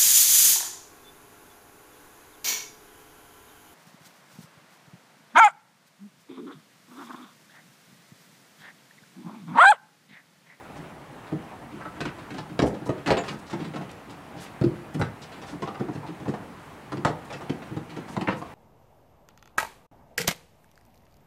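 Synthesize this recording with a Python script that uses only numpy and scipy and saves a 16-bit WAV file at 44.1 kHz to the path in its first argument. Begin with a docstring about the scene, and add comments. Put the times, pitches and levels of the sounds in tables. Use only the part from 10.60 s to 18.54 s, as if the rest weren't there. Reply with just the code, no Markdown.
"""Goats hopping in a tin-walled barn

Young goats hop between a wooden ledge, a bench and a hollow box, heard through one small microphone.
Each hoof is a filtered noise click, plank modes with dense grain, hollow modes and a low frame thump.
Scuffs and tiny ticks are shaped noise bursts, squeaks are wavering tones; faint steps fall at random.
The barn adds a short tail of sparse reflections, over shaped noise for the outdoor wash and hiss."""
import sys
import numpy as np
from scipy import signal
from scipy.fft import rfft, irfft
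from scipy.io import wavfile
from scipy.ndimage import uniform_filter1d

SR = 44100
rng = np.random.default_rng(int(sys.argv[2]) if len(sys.argv) > 2 else 0)


def master_out(mix):
    """Clip the mix to full scale and print it as 16-bit PCM to the path in sys.argv[1]."""
    frames = np.transpose(np.atleast_2d(mix))
    ceiling = np.clip(frames, -1, 1)
    pcm = np.round(ceiling * 32767).astype(np.int16)
    wavfile.write(sys.argv[1], SR, pcm)


N = 350154  # length in samples

# Hoof falls on the wood. Each row: start in seconds, horn click, plank knock and hollow boom in dB,
# knock centre in Hz, place.
HOOF_FALLS = [(0.1562, -43, -36.5, -37, 750, "ledge"), (0.179, -49, -62, -40.5, 729, "ledge"),
              (0.721, -42, -31, -20, 680, "ledge"), (0.911, -53, -37, -42.5, 800, "ledge"),
              (1.009, -54, -41, -37.5, 700, "ledge"), (1.1198, -53, -59, -30, 646, "bench"),
              (1.147, -59, -58, -37, 646, "bench"), (1.206, -44, -31.5, -54, 1300, "box"),
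              (1.2499, -44, -28.5, -36.5, 1150, "bench"), (1.3615, -45, -38, -35.5, 1160, "ledge"),
              (1.4056, -22, -35, -26, 540, "end"), (1.4529, -25.5, -25.5, -24.5, 1460, "bench"),
              (1.705, -30.5, -36, -31, 572, "bench"), (1.7402, -35, -36.5, -33.5, 744, "bench"),
              (1.7827, -30.5, -31.5, -30, 830, "box"), (1.892, -41, -46, -30.5, 966, "ledge"),
              (1.9916, -14.5, -13.5, -18.5, 610, "end"), (2.0207, -21, -23, -9, 795, "bench"),
              (2.035, -47, -18.5, -10.5, 705, "end"), (2.0492, -57, -22.5, -19.5, 690, "bench"),
              (2.069, -32, -25, -19, 665, "end"), (2.142, -40, -36, -29.5, 522, "ledge"),
              (2.2142, -55, -41, -28.5, 743, "bench"), (2.259, -40, -30.5, -27, 850, "end"),
              (2.2917, -32, -19, -15, 800, "end"), (2.461, -22, -29, -25.5, 530, "bench"),
              (2.474, -14.5, -22, -18, 610, "bench"), (2.487, -29, -19, -30, 1010, "end"),
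              (2.5048, -12.5, -10, -15.5, 610, "end"), (2.5183, -20, -16.5, -14, 900, "end"),
              (2.5703, -20, -22, -25, 700, "end"), (2.589, -42, -28.5, -30, 810, "end"),
              (2.6368, -31, -37, -56, 1140, "bench"), (2.682, -23.5, -33, -43, 1190, "bench"),
              (2.697, -50, -39, -28.5, 700, "box"), (2.7227, -47, -33, -30.5, 940, "bench"),
              (2.8986, -33, -38.5, -38, 594, "ledge"), (2.928, -31, -29.5, -23.5, 890, "ledge"),
              (2.9952, -39, -56, -24.5, 942, "bench"), (3.0048, -36, -39, -37, 920, "ledge"),
              (3.0453, -34.5, -46, -30.5, 806, "ledge"), (3.1372, -34, -34.5, -28, 565, "bench"),
              (3.1581, -28.5, -26.5, -29.5, 695, "ledge"), (3.2047, -53, -32, -31, 754, "ledge"),
              (3.7388, -104, -34.5, -34.5, 755, "ledge"), (4.0132, -27, -26, -12, 760, "box"),
              (4.039, -29, -42, -9.5, 525, "bench"), (4.0621, -54, -34, -12.5, 522, "box"),
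              (4.345, -34, -35, -22, 696, "ledge"), (4.3959, -37, -25, -17, 845, "box"),
              (4.4137, -23.5, -18, -15, 1130, "box"), (4.8325, -41.5, -36, -60, 820, "bench"),
              (4.9245, -46, -37.5, -30, 750, "bench"), (5.021, -29.5, -24.5, -23.5, 920, "end"),
              (5.0746, -45, -24.5, -29.5, 970, "end"), (5.1452, -37, -29.5, -46, 1090, "rim"),
              (5.197, -42, -33, -24.5, 1340, "bench"), (5.206, -43, -31, -19.5, 695, "bench"),
              (5.2838, -44, -31.5, -22, 820, "bench"), (5.351, -38, -39, -26.5, 614, "box"),
              (5.428, -61, -31.5, -36, 890, "end"), (5.483, -44, -40, -28.5, 950, "bench"),
              (5.5999, -42, -38, -34.5, 536, "bench"), (5.6547, -43, -29.5, -29, 810, "box"),
              (5.6816, -36, -26.5, -19, 520, "bench"), (5.7379, -38, -25, -29.5, 870, "bench"),
              (6.32, -29.5, -25.5, -24.5, 1120, "bench"), (6.3335, -51, -48, -22.5, 1130, "bench"),
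              (6.3711, -33, -39, -22, 525, "bench"), (6.4491, -12, -12, -15, 900, "box"),
              (6.463, -27, -18, -20.5, 680, "end"), (6.495, -40, -34, -23.5, 600, "end"),
              (6.7026, -33, -31.5, -55, 675, "end"), (6.7266, -28.5, -34, -34.5, 963, "box"),
              (6.81, -41, -33.5, -37, 890, "end"), (6.896, -28, -29.5, -16.5, 736, "bench"),
              (7.0207, -36.5, -38.5, -54, 746, "bench"), (7.1107, -52, -50, -25.5, 525, "box"),
              (7.1659, -37.5, -33, -19.5, 760, "box"), (7.296, -36, -50, -37.5, 528, "ledge"),
              (7.3667, -38, -34, -26, 730, "bench"), (7.4819, -36, -35, -30, 930, "ledge"),
              (7.566, -27, -20.5, -29, 900, "rim"), (7.572, -55, -34, -17, 600, "box"),
              (7.611, -25, -24, -21.5, 800, "bench"), (7.673, -32, -17.5, -23.5, 1730, "end"),
              (7.6828, -31.5, -16, -21, 980, "end"), (7.722, -37, -30, -28, 1300, "end"),
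              (7.817, -41, -24.5, -28.5, 880, "rim")]
# Where a hoof can land; "end" is the end of the bench, "rim" the stiff rim of the box.
# Each entry: boom centre in Hz, ring time as a factor before the blow chokes it.
LANDING_PLACES = {"box": (96, 0.67), "ledge": (216, 1.), "bench": (262, 0.74), "end": (560, 0.67),
                  "rim": (230, 0.3)}
# Horn click spectrum. Each row: frequency in Hz, level in dB per Hz (relative).
CLICK_SPECTRUM = [(880, 0), (1500, 0), (2250, -5), (2590, -4.5), (7540, -19), (10100, -26.5), (14800, -46),
                  (16000, -57)]
# Modes of the planks, before random detuning. Each row: frequency in Hz, relative level in dB.
PLANK_MODES = [(535, 1.5), (600, -2.5), (668, -1.5), (755, -1.5), (840, -1), (945, -3.5), (1040, -4.5),
               (1155, -28), (1280, 0.5), (1420, -4), (1590, -9), (1705, -9.5), (1860, -1), (2120, -8),
               (2480, -15.5), (2850, -21.5)]
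# Modes of the hollow under the planks, before random detuning. Each row: frequency in Hz, relative level in dB.
HOLLOW_MODES = [(120, -6), (147, 2.5), (178, 1.5), (208, -2.5), (262, -4.5), (303, 3.5), (340, -2.5),
                (368, -3.5), (424, -2.5), (468, -5.5)]
# Scuffs and tiny ticks of hooves, as short noise bursts. Each row: start in seconds, length in seconds,
# level in dB, centre in Hz (before a treble roll-off).
SCUFFS_AND_TICKS = [(0.161, 0.03, -57.5, 5000), (2.251, 0.035, -53, 6950), (2.054, 0.043, -50.5, 7500),
                    (2.465, 0.1, -34.5, 1295), (2.572, 0.031, -36.5, 1500), (1.21, 0.027, -58, 1380),
                    (1.255, 0.044, -51, 1170), (1.403, 0.015, -40, 3180), (1.455, 0.053, -41, 1400),
                    (1.766, 0.035, -49.5, 2770), (4.337, .02, -52.5, 9600), (4.39, 0.023, -51.5, 9500),
                    (4.401, 0.07, -51, 1910), (5.018, 0.035, -54, 3170), (5.068, 0.028, -46.5, 2400),
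                    (7.684, 0.062, -42.5, 1900), (2.63, 0.14, -57, 5940), (2.858, 0.045, -55, 3800),
                    (3.137, 0.042, -61, 5050), (3.75, 0.13, -52, 2970), (3.793, 0.068, -52, 9300),
                    (4.611, 0.043, -48, 3800), (4.853, 0.092, -54, 5100), (3.312, 0.0079, -51, 7500),
                    (3.503, 0.015, -55, 6960), (2.785, 0.023, -57, 7900), (5.324, 0.044, -58.5, 5100),
                    (5.672, 0.042, -56, 5000), (6.449, .05, -45, 2970), (6.646, 0.017, -59, 8740),
                    (7.468, 0.097, -57, 7050), (7.753, 0.061, -58.5, 7900)]
# Thin squeaks of horn on wood. Each row: start in seconds, length in seconds, level in dB, mean pitch in Hz.
HORN_SQUEAKS = [(2.576, .02, -40, 7450), (2.581, .022, -38, 6950), (2.605, .018, -46, 6950)]
# Decay of the barn. Each row: frequency in Hz, time to fall 60 dB in seconds.
BARN_DECAY = [(100, 0.5), (1500, 0.28), (4000, 0.21), (12000, 0.2)]
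# Spectrum of outdoor wash and hiss. Each row: frequency in Hz, level in dB per Hz (relative).
WASH_SPECTRUM = [(12, -48), (20, -16.5), (130, 1.5), (285, -1), (472, -5.5), (825, -3.5), (2020, -12.5),
                 (5230, -28.5), (9670, -30.5), (14700, -37.5), (16000, -39)]

HORN_BAND_HZ, HORN_FAVOUR_DB = (2400, 5500), 4  # each click favours its own band by up to this much
KNOCK_RISE_S = 0.0035  # the plank takes up the blow more slowly than the horn clicks
GRAIN_SHARE = 0.5  # dense small modes beside the plank modes
GRAIN_FOCUS = 1.93  # the grain narrows as the plank modes do
PLANK_RING = 0.6  # planks ring shorter than the hollow, as a factor
CHOKE_DB_PER_DB = 0.57  # ring time shrinks by this many dB for each dB of blow
FRAME_HZ, FRAME_T60_S = 75, 0.093  # the whole timber frame
WOOD_LOW_HZ = 49  # the hoof sounds carry little below this
LIGHT_STEP_COUNT = 16
LIGHT_DB, LIGHT_SPREAD_DB = (-39, -43.5, -43), 3  # mean click, knock and boom; spread either way
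LIGHT_KNOCK_HZ = (537, 1060)  # lowest and highest knock centre
BARN_DB, BARN_LOW_HZ = -6.5, 222  # thin tin walls let the bass escape
WASH_DB = -44.5  # rms level
MIC_LOW_HZ, RECORDER_EDGE_HZ = 36, 15850


def hooves():
    """A hoof strikes wood: horn clicks, plank knocks, hollow booms, and heavy blows shake the frame."""
    t, out = np.arange(SR // 3) / SR, np.zeros(N)
    thump = frame_thump(t)
    low_count = len(HOLLOW_MODES)
    for s, click_db, knock_db, boom_db, knock_hz, place in HOOF_FALLS + light_steps():
        luck = rng.standard_normal((2, len(HOLLOW_MODES + PLANK_MODES)))
        grit = rng.standard_normal(len(t))
        rebounds = rng.random((3, 2))
        horn_hz = np.exp(rng.uniform(*np.log(HORN_BAND_HZ)))
        luck[0] = np.sign(luck[0]) * (1 + 0.48 * abs(luck[0]))
        # one push starts all the low modes the same way
        luck[0, :low_count] = abs(luck[0, :low_count])

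        boom_hz, stretch = LANDING_PLACES[place]
        # a heavy blow chokes its ring
        blow_db = max(knock_db, boom_db) + 31.0
        stretch = np.clip(stretch * amp(-CHOKE_DB_PER_DB * blow_db), 0.2, 3.3)
        # a faint click means a soft, slow contact (seconds)
        contact = 0.00032 * amp(-0.55 * (click_db + 27.5))
        # a hard edge wakes every mode, a soft contact only the nearest
        depth_db = np.clip(6.5 + 0.4 * (knock_db - click_db), 4, 24)

        boom = hollow_boom(boom_hz, luck[:, :low_count], t, stretch)
        knock = plank_knock(knock_hz, depth_db, luck[:, low_count:], grit, t, stretch, contact)
        click = horn_click(horn_hz, grit, t, stretch, contact)
        thump_db = 2.0 * boom_db + 1.0  # grows faster than the boom
        fall = amp(boom_db) * peaked(boom)
        fall += amp(knock_db) * chattered(knock, rebounds, 0.011)
        fall += amp(click_db) * chattered(click, rebounds, 0.008)
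        fall += amp(thump_db) * thump
        add(out, s, fall)
    return signal.sosfilt(signal.butter(4, WOOD_LOW_HZ, "high", fs=SR, output="sos"), out)


def horn_click(horn_hz, grit, t, stretch, contact):
    """Horn on wood: a brief crack of noise, then dense high modes dying away."""
    def spectrum_db(hz):
        away_db = HORN_FAVOUR_DB * np.log2((hz + 1) / horn_hz) ** 2
        return read(CLICK_SPECTRUM, hz) - np.minimum(away_db, HORN_FAVOUR_DB)

    crack = np.exp(-t / (3 * contact))
    dense_modes = 0.8 * amp(-60 * t / (0.15 * stretch))
    rise = 1 - np.exp(-t / (0.3 * contact))
    noise = grit * (crack + dense_modes) * rise
    return peaked(coloured(noise, spectrum_db) * (t < 0.25))


def plank_knock(knock_hz, depth_db, luck, grit, t, stretch, contact):
    """The struck plank rings in separate modes, with noise standing for its dense small modes."""
    modes = peaked(ring(PLANK_MODES, knock_hz, 40.0, depth_db, luck, t, PLANK_RING * stretch))
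    grain = coloured(grit[::-1], lambda hz: -GRAIN_FOCUS * depth_db * np.log2((hz + 1) / knock_hz) ** 2)
    grain = evened(grain) * amp(-60 * t / (0.073 * stretch))
    rise = 1 - np.exp(-t / (contact + KNOCK_RISE_S))
    return (modes + GRAIN_SHARE * grain) * rise


def hollow_boom(boom_hz, luck, t, stretch):
    """The hollow under the planks swells up slowly in its low modes."""
    rise = 1 - np.exp(-t / 0.0095)
    return ring(HOLLOW_MODES, boom_hz, 9.7, 9.1, luck, t, stretch) * rise


def frame_thump(t):
    """The whole timber frame sways as one low, dying mode."""
    rise = 1 - np.exp(-t / 0.013)
    return amp(-60 * t / FRAME_T60_S) * np.sin(2 * np.pi * FRAME_HZ * t) * rise


def ring(modes, centre_hz, focus_db, depth_db, luck, t, stretch):
    """Dying modes; the struck spot favours those near its centre, luck sets signs and detuning."""
    hz, db = np.transpose(modes)[:, :, None]
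    near_db = -np.minimum(focus_db * np.log2(hz / centre_hz) ** 2, depth_db)
    share = amp(db + near_db) * luck[0][:, None]
    t60 = 0.16 * stretch * (hz / 300) ** -0.35  # wood damps high modes faster
    decay = amp(-60 * (t / t60) ** 1.49)  # the hoof's growing weight chokes the ring
    tones = np.sin(2 * np.pi * hz * (1 + 0.049 * luck[1][:, None]) * t)
    return (share * decay * tones).sum(0)


def chattered(x, chance, spread_s):
    """The second claw and small rebounds repeat the blow a few milliseconds later."""
    out = x.copy()
    for when, size in chance:
        add(out, spread_s * (0.2013 + when), (0.4 + 0.5 * size) * x)
    return peaked(out)


def light_steps():
    """Goats shifting about: faint steps at random moments and places, as rows like HOOF_FALLS."""
    rows, places = [], list(LANDING_PLACES)
    low_hz, high_hz = LIGHT_KNOCK_HZ
    for _ in range(LIGHT_STEP_COUNT):
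        when, pitch, place, *size = rng.random(6)
        levels_db = np.add(LIGHT_DB, LIGHT_SPREAD_DB * (2 * np.array(size) - 1))
        knock_hz = low_hz + pitch * (high_hz - low_hz)
        rows.append((when * N / SR, *levels_db, knock_hz, places[int(place * len(places))]))
    return rows


def scuffs_and_ticks():
    """Scuffs and tiny ticks of hooves: bursts of uneven wide-band noise that swell and fade."""
    out = np.zeros(N)
    for s, length, level_db, centre_hz in SCUFFS_AND_TICKS:
        grit = rng.standard_normal(8192) * amp(1.1 * rng.exponential(1, 8192))
        band = coloured(grit, lambda hz: -7.0 * np.log2((hz + 1) / centre_hz) ** 2 - 11.0 * (hz / 13000) ** 3)
        band = evened(band)[:round(length * SR)]
        add(out, s, amp(level_db) * band * signal.windows.tukey(len(band), 0.6))
    return out


def squeaks():
    """Quick stick and slip of horn on wood, as short tones of wavering pitch."""
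    out = np.zeros(N)
    for s, length, level_db, hz in HORN_SQUEAKS:
        waver = evened(uniform_filter1d(rng.standard_normal(round(length * SR)), size=150))
        tone = np.sin(2 * np.pi * np.cumsum(hz * (1 + 0.012 * waver)) / SR)
        add(out, s, amp(level_db) * tone * np.hanning(len(tone)))
    return out


def barn(x):
    """Sparse reflections of random sign, each band dying at its own speed; three tails take turns."""
    out, turn = np.zeros(N), np.arange(N) / SR * 2 * np.pi * 1.7
    for k in range(3):
        taps, at = np.zeros(SR // 2), np.arange(300, SR // 2 - 20, 20)
        taps[at + rng.integers(0, 20, len(at))] = rng.choice([-1., 1.], len(at))
        hz, t, z = signal.stft(taps, SR, nperseg=512)
        decay = amp(-60 * t / read(BARN_DECAY, hz)[:, None])
        tail = signal.istft(z * decay, SR, nperseg=512)[1]
        # the squares of the three windows sum to one
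        window = np.sqrt(2 / 3) * np.cos(turn + k * np.pi / 3)
        out += signal.fftconvolve(x * window, tail / np.linalg.norm(tail))[:N]
    return signal.lfilter(*signal.butter(1, BARN_LOW_HZ, "high", fs=SR), out)


def wash():
    """Outdoor wash and microphone hiss as one noise bed, with drifting patches and a slow swell."""
    frames, hz = N // 256 + 5, np.fft.rfftfreq(1024, 1 / SR)
    a, b, patches = rng.standard_normal((frames, 513, 3)).T
    patches = uniform_filter1d(patches, size=10, axis=0)  # smooth over frequency
    patches = evened(uniform_filter1d(patches, size=10, axis=1))  # then over time
    swell = evened(uniform_filter1d(rng.standard_normal(frames), size=30))
    level_db = read(WASH_SPECTRUM, hz)[:, None] + 1.1 * patches + 0.5 * swell
    noise = signal.istft((a + 1j * b) * amp(level_db), nperseg=1024, noverlap=768)[1][:N]
    return amp(WASH_DB) * evened(noise)


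def amp(db):
    """Decibels to gain."""
    return 10 ** (np.asarray(db) / 20)


def evened(x):
    """Scales to rms 1."""
    return x / np.sqrt(np.mean(x ** 2) + 1e-20)


def peaked(x):
    """Scales to peak 1."""
    return x / (abs(x).max() + 1e-20)


def read(points, hz):
    """Reads a table on a log-frequency axis."""
    f, value = np.transpose(points)
    return np.interp(np.log(hz + 1), np.log(f + 1), value)


def coloured(x, gain_db):
    """Filters x by a gain curve given as a function of frequency."""
    hz = np.fft.rfftfreq(len(x), 1 / SR)
    return irfft(rfft(x) * amp(gain_db(hz)), len(x))


def add(mix, s, sound):
    """Mixes a sound in at s seconds."""
    part = mix[round(s * SR):][:len(sound)]
    part += sound[:len(part)]


def scene():
    """Goats, the barn around them and the background, on one channel."""
    goats = hooves() + scuffs_and_ticks() + squeaks()
    return (goats + amp(BARN_DB) * barn(goats) + wash())[None]


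def record(dry):
    """The small microphone drops the deepest bass; then the band limit of the recorder."""
    thin = signal.sosfilt(signal.butter(2, MIC_LOW_HZ, "high", fs=SR, output="sos"), dry)
    band_limit = signal.firwin(511, RECORDER_EDGE_HZ, window=("kaiser", 9), fs=SR)
    return signal.oaconvolve(thin, band_limit[None], "same")


dry = scene()
out = record(dry)
master_out(out)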